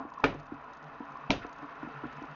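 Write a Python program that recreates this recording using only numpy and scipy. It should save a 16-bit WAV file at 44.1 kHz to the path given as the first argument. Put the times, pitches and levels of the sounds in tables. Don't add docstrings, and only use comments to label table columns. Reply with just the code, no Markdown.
import sys
import numpy as np
from scipy import signal
from scipy.io import wavfile

SR = 44100
rng = np.random.default_rng(int(sys.argv[2]) if len(sys.argv) > 2 else 0)


def transcribe(signal):
    frames = np.atleast_2d(signal).T
    limited = np.clip(frames, -1, 1)
    pcm = np.round(limited * 32767).astype(np.int16)
    wavfile.write(sys.argv[1], SR, pcm)


def how_loud(loudness_db):
    steps = np.asarray(loudness_db, float) / 20
    return 10 ** steps


N = 103635
TIME = np.arange(N) / SR

# push_s, crack_s
BANG_TIMES = [
    (.2352, .2392),
    (1.2959, 1.3040),
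]


def rms_one(x):
    return x / np.sqrt(np.mean(x ** 2) + 1e-20)


def at_hz(points, hz):
    table_hz, value = np.array(points)[:, :2].T
    return np.interp(np.log(hz), np.log(table_hz), value)


def drift(rate_hz):
    r = np.exp(-80 * np.pi * rate_hz / SR)
    white = rng.standard_normal(N // 40 + 2002)
    slow = signal.lfilter([1], [1, -2 * r, r * r], white)[2000:]
    return np.interp(np.arange(N) / 40, np.arange(len(slow)), rms_one(slow))


def ring(clicks, hz, t60_s):
    r, w = how_loud(-60 / (t60_s * SR)), 2 * np.pi * hz / SR
    return signal.lfilter([0, np.sin(w)], [1, -2 * r * np.cos(w), r * r], clicks + 1e-18)


def bandpass(x, edges_hz):
    return signal.sosfilt(signal.butter(2, edges_hz, "band", fs=SR, output="sos"), x)


def bands(spectrum, size=N):
    edges_hz = 24 * 2 ** (np.arange(26) / 3)
    white = rng.standard_normal((2, size))
    centre_hz = np.sqrt(edges_hz[1:] * edges_hz[:-1])
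    out = np.array([how_loud(at_hz(spectrum, hz)) * bandpass(white[k % 2], edges_hz[k:k + 2])
                    for k, hz in enumerate(centre_hz)])
    return zip(centre_hz, out / out.sum(0).std())


def add(out, s, piece):
    i = max(int(s * SR), 0)
    out[i:i + len(piece)] += piece[:N - i]


def grind():
    # start_s, level_db, upper_bright_db, belt_whine_db (near 1 kHz)
    effort = [(0, -44, -5.5, 12.5), (0.058, -48, -8, 1.5), (.16, -52.5, 0, 8), (0.231, -48, -1.5, 0.5),
              (0.451, -51.5, -0.1, -0.5), (.66, -49, -2.1, 3.5), (.85, -49.5, -0.6, 0),
              (1.15, -49.5, 0, 5.5), (1.291, -49.5, 1, 2), (1.412, -51.5, 0.5, 1.5),
              (1.43, -47.5, 7.5, -6.5), (1.479, -48.5, -0.6, 2.5), (1.951, -47.5, 1.5, -1),
              (2.35, -48.5, 1.9, -0.9)]
    # freq_hz, density_db_per_hz
    hiss_spectrum = [(25, -16), (55, -14), (85, -22.5), (400, -12.5), (1050, -2.5), (2100, -15),
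                     (3200, -25.5), (6600, -45.5)]
    # freq_hz, width_hz, level_db
    housing = [(59, 5.6, -18), (146, 18, -10), (270, 69, -3), (443.4, 22, -7.5), (577.8, 14, -10),
               (682.5, 33, -4.5), (809, 50, -4), (1005, 102, -1.2), (1094, 110, -3), (1192, 36, -10.5),
               (1306, 32, -4), (1420, 99, -1.5), (1755, 170, -6), (2600, 130, -11)]
    teeth_per_s, teeth_spread_db, teeth_db, hiss_db = 8000, 2.5, -1, -2.5

    level_db, bright_db, whine_db = [np.interp(TIME, effort_s, column) for effort_s, column in
                                     zip([np.array(effort)[:, 0]] * 3, np.array(effort).T[1:])]
    together = drift(45)
    hiss = 0
    for hz, x in bands(hiss_spectrum):
        hiss = hiss + x[::-1] * how_loud(bright_db * (hz > 1600) + 0.9 * together + 1.3 * drift(28))
    teeth = 0
    for hz, width_hz, db in housing:
        met = rng.random(N) < teeth_per_s / len(housing) * how_loud(0.8 * together) / SR
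        sizes = how_loud(teeth_spread_db * np.minimum(rng.exponential(1, N), 4)) * rng.choice([-1, 1], N)
        t60_s = 1.78 / width_hz
        mode = rms_one(ring(ring(met * sizes, hz, t60_s), hz, t60_s))[::-1]
        mode_db = db + 1.1 * drift(10) + (900 < hz < 1150) * whine_db + (hz > 1300) * bright_db
        teeth = teeth + how_loud(mode_db) * mode
    return how_loud(level_db) * (how_loud(hiss_db) * hiss + how_loud(teeth_db) * rms_one(teeth))


def hum():
    # centre_s, peak_db, half_length_s, pitch_hz
    swells = [(.02, -43, .022, 264.3), (1.644, -49, .018, 290), (.39, -48, 0.032, 149),
              (.54, -57, 0.066, 145.7), (.87, -49.5, 0.031, 151), (1.13, -59, 0.027, 145),
              (1.26, -51.5, 0.019, 146), (1.63, -57, 0.021, 145), (1.84, -55, 0.038, 150.7),
              (1.975, -48, .03, 140.6), (2.055, -51, 0.035, 135), (2.18, -48.5, 0.024, 145),
              (2.315, -50, 0.025, 149.7)]
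    out = np.zeros(N)
    for s, db, half_s, hz in swells:
        t = TIME - s
        out += how_loud(db) * np.sqrt(2) * np.exp(-(t / half_s) ** 2) * np.sin(2 * np.pi * hz * t)
    return out


def knocks():
    # start_s, peak_db, sharpness_db
    opening = (0.0014, -36.5, 0.5)
    # start_s, peak_db, sharpness_db
    later = [(0.048, -34, -10), (0.324, -44, 3.5), (0.344, -37, -0.5), (0.518, -27, -15),
             (1.002, -31, -4.5), (1.445, -34.5, 4), (1.626, -40.5, -9), (1.828, -29, -9.5),
             (1.844, -34.5, -26), (1.87, -33.5, -11), (1.885, -40, 0.5), (2.035, -28.5, -8),
             (2.051, -30, -9.5), (2.216, -34, -10), (2.239, -38, -0.5)]
    # freq_hz, level_db, t60_s
    frame = [
        (247, -5, 0.082),
        (341, -0.5, 0.019),
        (283, -7, 0.17),
        (470, -12, 0.081),
        (721, -7, 0.066),
        (1000, -4, 0.039),
        (1370, -14, 0.065),
        (56.5, -12.5, 0.2),
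        (103, -11, 0.19),
    ]
    cut_hz, low_hz, thud_low_hz, thud_db = 405, 174, 30, -15

    s, db, sharp_db = np.transpose([opening] + list(later))
    out, chance = 0, rng.normal(0, 1, (len(s), len(frame), 2))
    for k, (hz, mode_db, t60_s) in enumerate(frame):
        upper = hz > 400
        late_s = upper * 0.0026 * np.abs(chance[:, k, 1])
        blow_db = db + mode_db + 1.8 * chance[:, k, 0] + sharp_db * upper + thud_db * (hz < 150)
        blows = np.zeros(N)
        blows[((s + late_s) * SR).astype(int)] = (-1) ** k * how_loud(blow_db)
        edges_hz = [low_hz if hz > 150 else thud_low_hz, cut_hz * (4 if upper else 1)]
        out = out + bandpass(ring(blows, hz, t60_s), edges_hz)
    return out


def chirrups():
    # start_s, peak_db, pitch_hz
    strong = [
        (0.01, -46, 990),
        (0.12, -35.5, 1000),
        (0.178, -28.5, 1094),
        (0.199, -31.5, 995),
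        (1.155, -31.5, 1035),
        (1.17, -35.5, 1100),
        (1.239, -33.5, 1140),
        (1.872, -40.5, 900),
        (2.043, -34.5, 1420),
    ]
    # start_s, peak_db, pitch_hz
    faint = [(0.029, -38, 950), (0.542, -40.5, 1320), (0.579, -42, 1320), (0.647, -39.5, 980),
             (0.679, -35, 972), (0.699, -41, 840), (1.085, -39, 1160), (1.118, -35, 1310),
             (1.209, -35, 1080), (1.418, -37, 1410), (1.629, -38, 1360), (1.71, -39, 1020),
             (1.768, -36, 1420), (1.825, -36.5, 1406), (1.889, -34, 776), (1.961, -33, 1410),
             (1.991, -39, 1004), (2.099, -42.5, 1030), (2.175, -38, 1230), (2.236, -36, 996),
             (2.286, -40, 1310)]
    rise_s, fall_s, level_db, faint_db = 0.0042, 0.0016, -2, -3

    out, t = np.zeros(N), TIME[:SR // 20] - .011
    shape = np.exp(-(t / np.where(t < 0, rise_s, fall_s)) ** 2)
    for s, db, hz in list(strong) + [(s, db + faint_db, hz) for s, db, hz in faint]:
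        add(out, s - .008, how_loud(db + level_db) * shape * np.sin(2 * np.pi * hz * t))
    return out


def ticks():
    # peak_s, peak_db, ring_hz
    rollers = [(0.091, -64.5, 3310), (0.1012, -56, 3680), (0.1385, -51, 4640), (0.1855, -59, 4080),
               (0.2022, -54, 4330), (0.344, -55.5, 3360), (0.3913, -55.5, 4190), (0.399, -53, 4620),
               (0.4302, -59.5, 4640), (0.4574, -61, 4200), (0.467, -58, 3730), (0.542, -59, 5080),
               (0.614, -66, 3590), (0.642, -61, 4030), (0.7351, -52, 4210), (0.7496, -61.5, 3370),
               (0.7706, -53.5, 5090), (0.828, -54.5, 3670), (0.8414, -59, 3990), (0.8838, -65, 3600),
               (0.9966, -64, 3710), (1.052, -59.5, 3350), (1.0779, -65, 3500), (1.1068, -60.5, 3740),
               (1.1214, -55.5, 4620), (1.171, -55, 3320), (1.2086, -61.5, 3530), (1.264, -63.5, 4160),
               (1.467, -51.5, 4230), (1.494, -56, 4660), (1.5293, -48, 4610), (1.5623, -61, 3380),
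               (1.5853, -54, 4200), (1.6228, -62.5, 3700), (1.6572, -62, 3630), (1.709, -63, 3380),
               (1.7535, -59.5, 3710), (1.7988, -60.5, 3670), (1.831, -58, 4160), (1.8852, -62.5, 3720),
               (1.922, -62, 3560), (2.068, -56.5, 3340), (2.1277, -53.5, 4180), (2.169, -56.5, 3490),
               (2.21, -60, 4020), (2.225, -52.5, 4490), (2.2548, -58, 3480), (2.3123, -56.5, 4100)]
    puff_s, puff_db, ring_s, ring_db = 0.002, -8.5, .006, -20
    faint_per_s, faint_db = 65, -86.5

    bright = rms_one(bandpass(rng.standard_normal(N), [3000, 7400]))
    out, t = np.zeros(N), TIME[:SR // 20] / puff_s
    shape = t * np.exp(1 - t)
    for s, db, hz in rollers:
        puff = shape * np.roll(bright, -int(s * SR))[:len(t)]
        tick = how_loud(puff_db) * puff + how_loud(ring_db) * ring(0.16 * puff, hz, ring_s)
        add(out, s - .002, how_loud(db) * tick)
    faint = (rng.random(N) < faint_per_s / SR) * how_loud(faint_db + rng.normal(0, 1.1, N))
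    return out + bright * signal.fftconvolve(faint, shape)[:N]


def bangs():
    # body_db, crack_db, tail_db, first_touch_db
    strengths = [
        (-20.5, -19, -25, -17),
        (-23, -14, -28.5, -26),
    ]
    # onset_spread_s, rise_s, t60_s, rebound_delay_s, rebound_db
    courses = [
        (0.00504, .0015, 0.04, 0.013, -11),
        (.001, 0.0023, 0.013, 0.0072, -5.5),
    ]
    # freq_hz, level_db, t60_s
    bodies = [
        [(39.5, -21.5, 0.53), (100, -16.5, 0.49), (145, -7.5, 0.22), (276, -2.5, 0.18), (420, -4.5, 0.1),
         (467, -21.5, 0.18), (564, -18.5, 0.31), (820, -2, 0.044), (1262, 2, 0.037), (1420, -3, 0.034),
         (1737, -17.5, 0.073), (2315, -10, 0.07), (2420, -6, 0.022), (2640, 0, 0.0093)],
        [(38.3, -17, 0.29), (90, -21, 0.31), (145, -19, 0.16), (206, -7, 0.16), (276, 2.5, 0.15),
         (421, -14, 0.14), (604, -11.5, 0.17), (679, -6.5, 0.074), (940, -4, 0.067), (1330, -11.5, .03),
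         (2348, 4.5, 0.016), (2900, 4, 0.0063), (3285, -4, 0.016), (3940, -4, 0.021), (5600, -10, 0.016)],
    ]
    # freq_hz, density_db_per_hz
    bursts = [
        [(300, -16.5), (1340, 1.7), (2400, -10.5), (3200, -9), (7000, -27)],
        [(300, -2), (1660, -29), (2300, -2), (3800, -8.5), (5700, -15), (7000, -33.5)],
    ]
    # freq_hz, density_db_per_hz
    tails = [
        [(40, -10.5), (290, -5), (500, -4.5), (1200, -11), (2000, -15.5), (2400, -14.5), (7000, -43.5)],
        [(40, -0.5), (290, -7), (600, -6), (1200, -13.5), (3500, -16.5), (7000, -30.5)],
    ]
    # freq_hz, t60_s
    room = [
        (60, 0.33),
        (250, 0.33),
        (1000, 0.24),
        (3000, 0.26),
        (6000, 0.23),
    ]
    split_hz, tail_rise_s, push_s, prelude_s, prelude_db = 360, 0.00291, 0.002, 0.00439, -11
    scrape_db, scrape_lead_s, mode_rebound_db = -22.5, .0042, -8

    out, t = np.zeros(N), TIME[:SR // 2]
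    click = 1. * (t == 0)
    soft = np.sin(np.pi * np.minimum(t / push_s, 1)) ** 2
    soft = how_loud(prelude_db) * soft + np.roll(soft, int(prelude_s * SR))
    for times, strength, course, body, burst, tail in zip(BANG_TIMES, strengths, courses, bodies, bursts, tails):
        push, crack = times
        body_db, crack_db, tail_db, touch_db = strength
        spread_s, rise_s, crack_t60_s, again_s, again_db = course
        for hz, db, t60_s in body:
            late_s, mode_db = spread_s * rng.random(), body_db + db
            if hz < split_hz:
                add(out, push, -how_loud(mode_db) * ring(soft * 1.43 / soft.sum(), hz, t60_s))
            else:
                blow = ring(0.13 * click, hz, 0.0037)
                add(out, crack + late_s * min(1, 1500 / hz), how_loud(mode_db) * ring(blow, hz, t60_s))
                rebound = how_loud(mode_db + again_db + mode_rebound_db) * ring(click, hz, t60_s)
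                add(out, crack + again_s + late_s, rebound)
        snap = how_loud(crack_db - 60 * t / crack_t60_s) * (1 - np.exp(-t / rise_s))
        snap = snap * sum(x for hz, x in bands(burst, size=len(t)))
        touch = ring(ring(0.057 * click, 810, 0.011), 810, 0.011)
        add(out, push + .0015, how_loud(touch_db) * touch)
        add(out, crack - scrape_lead_s, how_loud(scrape_db) * snap)
        add(out, crack, snap)
        add(out, crack + again_s, -how_loud(again_db) * snap)
        answer = sum(x * how_loud(tail_db - 60 * t / at_hz(room, hz) + 1.6 * drift(35)[:len(t)])
                     for hz, x in bands(tail, size=len(t)))
        add(out, crack, (1 - np.exp(-t / tail_rise_s)) * answer)
    return out


def scene():
    duck_db, duck_s = -1, 0.25
    duck = sum(duck_db * (TIME > s) * np.exp(-np.maximum(TIME - s, 0) / duck_s) for _, s in BANG_TIMES)
    return (grind() * how_loud(duck) + hum() + knocks() + chirrups() + ticks() + bangs())[None]


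def top_cut(x):
    return signal.sosfilt(signal.butter(12, 7280, fs=SR, output="sos"), x)


def record(dry):
    run_in, fade_s, cutoff_hz, noise_db = 600, .0015, 7755, -101
    led = np.concatenate([2 * dry[:, :1] - dry[:, run_in:0:-1], dry], axis=1)
    low_pass = signal.cheby2(12, 55, cutoff_hz, fs=SR, output="sos")
    x = signal.sosfilt(low_pass, led)[:, run_in:] * np.minimum(TIME[::-1] / fade_s, 1)
    return top_cut(x + how_loud(noise_db) * rng.standard_normal(dry.shape))


dry = scene()
out = record(dry)
transcribe(out)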